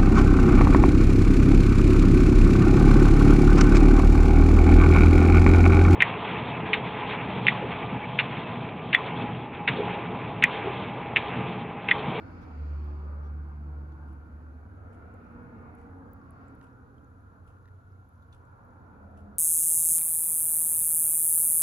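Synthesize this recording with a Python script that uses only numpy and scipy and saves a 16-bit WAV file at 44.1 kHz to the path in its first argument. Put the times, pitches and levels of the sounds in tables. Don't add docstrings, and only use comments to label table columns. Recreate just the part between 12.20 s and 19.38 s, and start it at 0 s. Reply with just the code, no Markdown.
import sys
import numpy as np
from scipy import signal
from scipy.fft import rfft, irfft, next_fast_len
from scipy.io import wavfile
from scipy.ndimage import uniform_filter1d, map_coordinates

SR = 44100
rng = np.random.default_rng(int(sys.argv[2]) if len(sys.argv) > 2 else 0)


def generate_wav(sig):
    pcm = np.round(np.clip(np.atleast_2d(sig).T, -1, 1) * 32767).astype(np.int16)
    wavfile.write(sys.argv[1], SR, pcm)


N = 316638

# f/Hz, relative level/dB
ROOM_BOOM_SPECTRUM = [(20, -26.5), (32, -10.5), (50, -4.5), (66, -3), (86, 2.5), (100, -5), (112, -5.5),
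                      (140, -9.5), (200, -12), (500, -120)]
VEHICLE_BODY_SPECTRUM = [(20, -58), (90, -29), (140, -2.5), (170, 5), (205, 8.5), (250, 11.5), (290, 8.5),
                         (330, 4.5), (380, -4.5), (600, -40.5), (1500, -120)]
TYRE_ROAR_SPECTRUM = [(20, -46.5), (200, -31.5), (380, -2.5), (470, 3), (580, -3), (830, -3), (1150, -3.5),
                      (1300, -2.5), (1430, -1), (1550, -6), (1750, -13.5), (2100, -28.5), (3200, -47.5),
                      (9000, -120)]
TYRE_FIZZ_SPECTRUM = [(900, -29), (1800, 1.5), (2300, 3.5), (2700, -5), (3100, -16), (4500, -21),
                      (7000, -33), (13000, -94)]
VEHICLE_HISS_SPECTRUM = [(1500, -30.5), (2700, 10), (3300, 3.5), (3900, -0.5), (4500, 10), (5000, 6),
                         (5700, -8), (6900, -2.5), (8000, -23.5), (14000, -71.5)]
MIC_SPECTRUM = [(100, 1.5), (2500, 4), (4200, 5.5), (5300, 0), (7000, 4), (8500, -11.5), (10000, 3.5),
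                (11500, 4), (12400, -1), (13300, -10), (15500, -8)]
SWISH_SPECTRUM = [(1200, -20), (2700, 9.5), (4000, -4.5), (7000, -3.5), (9000, -3.5), (11000, 1),
                  (13000, -20), (15500, -12)]
DULL_SWISH_SPECTRUM = [(2000, -24.5), (3400, 4), (4500, -3.5), (5700, 0.5), (7500, -15.5)]
# f/Hz, coherence
ROOM_COHERENCE = [(30, 1), (90, 0.87), (160, 0.71), (250, 0.89), (500, 0.46), (1400, 0.28), (2300, 0.068),
                  (5000, 0.099)]
MIC_COHERENCE = [(1000, 0.067), (10000, 0.16)]
SWISH_COHERENCE = [(2500, 0.051), (10000, 0.27)]
DULL_SWISH_COHERENCE = [(4000, .4)]
# peak t/s, half length/s, body level/dB, roar level/dB
TRAFFIC_SWELLS = [(0, 0.43, -51, -55), (0.647, 0.39, -60.5, -56), (1.551, 0.85, -57, -59),
                  (3.23, 0.11, -57.5, -62.5), (3.247, 0.57, -56, -55.5), (3.48, 0.044, -66, -58.5),
                  (3.956, 0.43, -58.5, -61.5), (4.292, 0.15, -69, -58.5), (4.898, 0.42, -64.5, -64.5),
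                  (6.25, 0.071, -77, -62), (6.46, 0.2, -68, -60.5), (7.036, 0.4, -58, -59.5)]
# body level/dB, roar level/dB
TRAFFIC_FLOOR_DB = (-74, -67)
# t/s, level/dB
FIZZ_ENVELOPE = [(0, -66.5), (.45, -67.5), (.9, -72.5), (1.5, -78), (2.45, -79.5), (2.8, -73),
                 (3.35, -71.5), (3.6, -72), (3.9, -84.5), (4.25, -71.5), (4.6, -84), (5.9, -86.5),
                 (6.35, -81.5), (7.18, -81)]
HISS_ENVELOPE = [(0, -75), (.33, -75.5), (.5, -73), (.7, -75.5), (.98, -84.5), (1.9, -87), (2.5, -95),
                 (3.8, -94.5), (4.25, -85), (4.6, -103)]
DRONE_ENVELOPE = [(0, -47.5), (.25, -49.5), (.41, -33.5), (.5, -33), (.7, -33), (.85, -36), (1.2, -35),
                  (1.3, -39), (1.6, -37.2), (1.8, -44.5), (1.9, -41.5), (2.08, -49), (2.18, -43.5),
                  (2.35, -47), (2.5, -53), (2.85, -53.5), (3.3, -72)]
# multiple of firing rate, level/dB, peak t/s, half length/s
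ENGINE_OVERTONES = [(2, -52.5, 1.06, 0.81), (3, -63.5, 1.03, 0.84), (4, -59, 0.67, 0.15),
                    (5, -55, .72, 0.16)]
# peak t/s, half length/s, f/Hz, level/dB
TRAFFIC_HUMS = [(0.055, 0.2, 162.7, -56.5), (.05, 0.14, 324.7, -59.5), (0.301, 0.24, 261.5, -58.5),
                (1.599, 0.5, 324, -60), (2.298, 0.14, 250, -58.5), (2.644, 0.39, 95.8, -53.5),
                (3.241, .13, 127, -56.5), (3.247, 0.51, 237.4, -56), (3.21, 0.11, 473.4, -58),
                (3.494, 0.47, 91.5, -57.5), (3.678, 0.25, 469.7, -60), (3.952, 0.46, 268.8, -56.5),
                (4.796, 0.33, 264.7, -62.5), (5.607, 0.37, 92.6, -55), (7.03, 0.32, 204, -57.5),
                (7.057, 0.21, 80.7, -51.5)]
# peak t/s, half length/s, f/Hz, level/dB
TYRE_PASSES = [(0.045, 0.11, 728, -58), (0.709, .23, 1002, -61), (2.802, 0.38, 678, -64),
               (3.696, .25, 793, -62), (6.604, .33, 897, -62), (6.946, 0.2, 677, -59)]
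# f/Hz, width/Hz, level/dB
ROOM_BANDS = [(93.7, 6.3, -61.5), (120.4, 2.7, -64.5), (255, 49, -74), (1388, 130, -67.5)]
# centre t/s, half length/s, base catch rate/Hz
LICK_BOUTS = [(0.899, .9, 14), (3.1, .3, 25), (4.4, .45, 50), (6.0, 0.6, 40)]
# f/Hz, relative spread
HAIR_PINGS = [(6300, .17), (10900, .07)]
# peak t/s, half length/s, level/dB
DULL_SWISHES = [(0.23, 0.018, -74.5), (1.058, 0.025, -78.5)]
# t/s, level/dB, f/Hz, splash trim/dB
TONGUE_TICKS = [(0.646, -66.5, 14800, 4.5), (1.9318, -70, 10810, 5), (2.942, -67, 7200, 1),
                (3.231, -72, 10600, -6), (3.5523, -65, 10500, 4), (3.9342, -50, 15200, -4.5),
                (4.108, -55.5, 10000, -4.5), (4.2833, -59, 7450, -13), (4.3518, -67.5, 11000, 6),
                (4.3934, -70, 11370, -6), (4.846, -68, 6750, -5), (5.2663, -71, 10400, 3),
                (5.479, -73, 11400, -2), (5.891, -68, 11300, -1), (6.029, -73, 11600, 4),
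                (6.254, -66, 7500, -14), (6.451, -70, 11900, -3)]
# t/s, gain/dB, crackle trim/dB
LIP_SMACKS = [(1.719, -73, -2), (6.0225, -72, -6), (6.1246, -59.5, -2)]
# f/Hz, width/Hz, relative level/dB
MOUTH_MODES = [(2700, 200, -8.5), (3500, 170, 6.5), (4300, 300, -2), (4830, 240, -5.5), (6260, 210, -7.5),
               (6900, 500, -8.5)]
# t/s, level/dB, t60/s
SOFT_SWISHES = [(1.873, -77, 0.34), (2.7227, -71, .24), (3.572, -71.5, 0.32), (4.422, -71, .28),
                (5.272, -70.5, 0.3), (6.121, -68.5, 0.22), (6.969, -71, 0.25)]
# t/s, level/dB, f/Hz, relative overtone level/dB
BUBBLE_POPS = [(4.4141, -56, 1820, -14), (4.783, -69, 3180, -14), (5.457, -60.5, 1800, -13),
               (5.479, -63, 1870, -14), (5.4863, -61, 1800, -16)]


def amp(db):
    return 10 ** (np.asarray(db) / 20)


def unit(x):
    return x / np.sqrt(np.mean(x ** 2) + 1e-20)


def log_interp(points, hz):
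    f, values = np.transpose(points)
    return np.interp(np.log(hz + 1), np.log(f + 1), values)


def curve(points):
    return np.interp(np.arange(N) / SR, *np.transpose(points))


def wobble(rate_hz):
    knots = rng.standard_normal(int(N * rate_hz / SR) + 4)
    return map_coordinates(knots, [np.arange(N) * rate_hz / SR])


def swell(at_s, half_s, order):
    return 1 / (1 + np.abs((np.arange(N) / SR - at_s) / half_s) ** order)


def filtered(x, response):
    n = x.shape[-1]
    padded = next_fast_len(n + SR // 4)
    return irfft(rfft(x, padded) * response(np.fft.rfftfreq(padded, 1 / SR)), padded)[..., :n]


def resonance(f, hz, width_hz):
    return 1j * f * width_hz / (hz * hz - f * f + 1j * f * width_hz)


def bandpass(x, hz, width_hz):
    return unit(filtered(x, lambda f: resonance(f, hz, width_hz) ** 2))


def add(track, at_s, sound):
    span = track[max(round(at_s * SR), 0):][:len(sound)]
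    span += sound[:len(span)]


def ports(x, lag_ms):
    return filtered(x * np.ones((2, 1)),
                    lambda f: np.exp(np.outer([-1, 1], 1j * np.pi * f * lag_ms / 1000)))


def stereo_noise(spectrum, coherence=ROOM_COHERENCE):
    def mid_side_gains(f):
        angle = np.arccos(np.clip(log_interp(coherence, f), -1, 1)) / 2
        return amp(log_interp(spectrum, f)) * [np.cos(angle), np.sin(angle)]
    mid, side = filtered(rng.standard_normal((2, N)), mid_side_gains)
    return unit(np.array([mid + side, mid - side]))


def narrow_noise(hz, width_hz):
    return unit(filtered(rng.standard_normal(N), lambda f: 1 / (1 + (2 * (f - hz) / width_hz) ** 4)))


def patchy(x, depth_db):
    frames = signal.stft(x, nperseg=2048)[2]
    field = uniform_filter1d(rng.standard_normal(frames.shape[1:]), size=4, axis=0)
    field = unit(uniform_filter1d(field, size=11, axis=1))
    return unit(signal.istft(frames * amp(depth_db * field), nperseg=2048)[1][:, :N])


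def road(boom_floor_db=-58, boom_follow_db=1):
    power = sum(np.outer(amp([body_db, roar_db]) ** 2, swell(at_s, half_s, order=3))
                for at_s, half_s, body_db, roar_db in TRAFFIC_SWELLS)
    body_gain, roar_gain = np.sqrt(power + amp(TRAFFIC_FLOOR_DB)[:, None] ** 2)
    boom_gain = np.hypot(amp(boom_floor_db), amp(boom_follow_db) * body_gain)
    boom = boom_gain * stereo_noise(ROOM_BOOM_SPECTRUM)
    body = body_gain * amp(0.72 * wobble(15)) * stereo_noise(VEHICLE_BODY_SPECTRUM)
    roar = roar_gain * amp(0.98 * wobble(13)) * patchy(stereo_noise(TYRE_ROAR_SPECTRUM), depth_db=2.5)
    fizz = amp(curve(FIZZ_ENVELOPE)) * patchy(stereo_noise(TYRE_FIZZ_SPECTRUM), depth_db=2.2)
    hiss = amp(curve(HISS_ENVELOPE)) * patchy(stereo_noise(VEHICLE_HISS_SPECTRUM), depth_db=2.4)
    return (boom + body) * amp([[-.8], [.8]]) + roar + fizz + hiss


def near_engine(revved_hz=91, idle_hz=73.3, settle_s=.27, pull_at_s=2.3, pull_s=.3, pull_hz=2.6,
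                flutter_db=3.0, wander_rad=0.77, waver_db=.5, uneven_db=2.5):
    t = np.arange(N) / SR
    firing_hz = idle_hz + (revved_hz - idle_hz) * np.exp(-(t / settle_s) ** 3)
    firing_hz += pull_hz * (1 + np.tanh((t - pull_at_s) / pull_s)) / 2
    phase = 2 * np.pi * np.cumsum(firing_hz) / SR
    overtones = np.zeros(N)
    for k, db, at_s, half_s in ENGINE_OVERTONES:
        gain = amp(db + flutter_db * wobble(13)) * swell(at_s, half_s, order=4)
        overtones += gain * np.sin(k * phase + k / 2 * wander_rad * wobble(14))
    throb = unit(amp(uneven_db * wobble(idle_hz / 2)))
    drone = amp(curve(DRONE_ENVELOPE) + waver_db * wobble(7.8)) * np.sin(phase)
    return np.sqrt(2) * (drone + throb * overtones)


def traffic_hums(drift_ratio=0.01193, width_ratio=0.1):
    track = np.zeros(N)
    for at_s, half_s, hz, db in TRAFFIC_HUMS:
        pitch_hz = hz * (1 + drift_ratio * wobble(12))
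        tone = unit(np.sin(2 * np.pi * np.cumsum(pitch_hz) / SR))
        hum = unit(tone + narrow_noise(hz, width_ratio * hz))
        track += amp(db) * swell(at_s, half_s, order=4) * hum
    return track


def tyres(width_ratio=.45):
    return sum(amp(db) * swell(at_s, half_s, order=3)
               * bandpass(stereo_noise(TYRE_ROAR_SPECTRUM), hz, width_ratio * hz)
               for at_s, half_s, hz, db in TYRE_PASSES)


def room_tones():
    return sum(amp(db) * narrow_noise(hz, width_hz) for hz, width_hz, db in ROOM_BANDS)


def tongue_rasp(level_db=-76.5, clump_db=4, scatter_db=2.2, decay_s=.0004):
    rate_hz = sum(catch_hz * swell(at_s, half_s, order=4) for at_s, half_s, catch_hz in LICK_BOUTS)
    catches = np.flatnonzero(rng.random(N) < rate_hz / SR * amp(clump_db * wobble(6)))
    track, t = np.zeros(N), np.arange(-SR // 400, SR // 400) / SR
    for sample, (band, detune, size) in zip(catches, rng.standard_normal((len(catches), 3))):
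        hz, spread = HAIR_PINGS[int(band > 0)]
        ping = np.sin(2 * np.pi * hz * np.exp(spread * detune) * t) * np.exp(-np.abs(t / decay_s))
        add(track, sample / SR, amp(level_db + scatter_db * size) * ping)
    return track


def dull_swishes():
    gain = sum(amp(db) * swell(at_s, half_s, order=4) for at_s, half_s, db in DULL_SWISHES)
    return gain * stereo_noise(DULL_SWISH_SPECTRUM, DULL_SWISH_COHERENCE)


def tongue_ticks(half_s=0.00055):
    track, t = np.zeros(N), np.arange(-SR // 100, SR // 100) / SR
    envelope = 1 / (1 + np.abs(t / half_s) ** 3)
    for at_s, db, hz, splash_db in TONGUE_TICKS:
        ping = np.sin(2 * np.pi * hz * t + rng.uniform(0, 2 * np.pi))
        splash = bandpass(rng.standard_normal(len(t)), hz=10900, width_hz=5000) / 2
        add(track, at_s + t[0], amp(db) * (ping + amp(splash_db) * splash) * envelope)
    return track


def kitchen_reverb(x, t60_s=0.085, attack_s=0.0025):
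    t = np.arange(SR // 3) / SR
    tail = rng.standard_normal((2, len(t))) * amp(-60 * t / t60_s) * (1 - np.exp(-t / attack_s))
    return signal.fftconvolve(x[None], tail / np.linalg.norm(tail[0]), axes=1)[:, :N]


def lip_smacks(snap_rate_hz=2300, attack_s=.0015, t60_s=0.024, crackle_db=-8.5):
    def mouth(f):
        return sum((-1) ** k * amp(db) * resonance(f, hz, width_hz)
                   for k, (hz, width_hz, db) in enumerate(MOUTH_MODES))
    track, t = np.zeros(N), np.arange(SR // 8) / SR
    envelope = (1 - np.exp(-t / attack_s)) * amp(-60 * t / t60_s)
    for at_s, gain_db, trim_db in LIP_SMACKS:
        snaps = (rng.random(len(t)) < snap_rate_hz / SR) * rng.standard_normal(len(t)) * envelope
        crackle = amp(crackle_db + trim_db) * bandpass(snaps, hz=6000, width_hz=6000)
        ring = unit(filtered(snaps, mouth))
        add(track, at_s, 2 * amp(gain_db) * envelope.std() * (ring + crackle))
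    return track


def swishes(grain_db=3.6, attack_s=.006):
    gain, t = np.zeros(N), np.arange(SR // 3) / SR
    rise = 1 - np.exp(-t / attack_s)
    for at_s, db, t60_s in SOFT_SWISHES:
        add(gain, at_s, amp(db - 60 * t / t60_s) * rise)
    return gain * unit(amp(grain_db * wobble(300)) * stereo_noise(SWISH_SPECTRUM, SWISH_COHERENCE))


def bubble_pops(cavity_half_s=0.0015, overtone_ratio=2.12, snap_db=-9, snap_half_s=0.0011):
    track, t = np.zeros(N), np.arange(-SR // 100, SR // 100) / SR
    for at_s, db, hz, overtone_db in BUBBLE_POPS:
        phase = 2 * np.pi * hz * t + rng.uniform(0, 2 * np.pi)
        cavity = np.sin(phase) + amp(overtone_db) * np.sin(overtone_ratio * phase)
        cavity /= 1 + (t / cavity_half_s) ** 4
        snap = bandpass(rng.standard_normal(len(t)), hz=2500, width_hz=3800)
        snap /= 1 + (t / snap_half_s) ** 4
        add(track, at_s + t[0], amp(db) * (cavity + amp(snap_db) * snap))
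    return track


def scene():
    hums = near_engine() + traffic_hums() + room_tones()
    traffic = ports(road() + tyres() + hums * amp([[-.35], [.35]]), lag_ms=.24)
    ticks, smacks, pops = tongue_ticks(), lip_smacks(), bubble_pops()
    cats = ports(ticks + smacks + tongue_rasp() + swishes() + dull_swishes(), lag_ms=.187)
    cats += ports(pops, lag_ms=.07)
    reflections = kitchen_reverb(amp(-18) * (ticks + pops) + amp(-6) * smacks)
    mic_hiss = amp(-84.0) * stereo_noise(MIC_SPECTRUM, MIC_COHERENCE)
    return traffic + cats + reflections + mic_hiss


def record(dry, fade_s=.004, cutoff_hz=15800):
    edge_samples = np.minimum(np.arange(N), np.arange(N)[::-1])
    fade = np.minimum(1, edge_samples / (fade_s * SR))
    return filtered(dry * fade, lambda f: f < cutoff_hz)


dry = scene()
out = record(dry)
generate_wav(out)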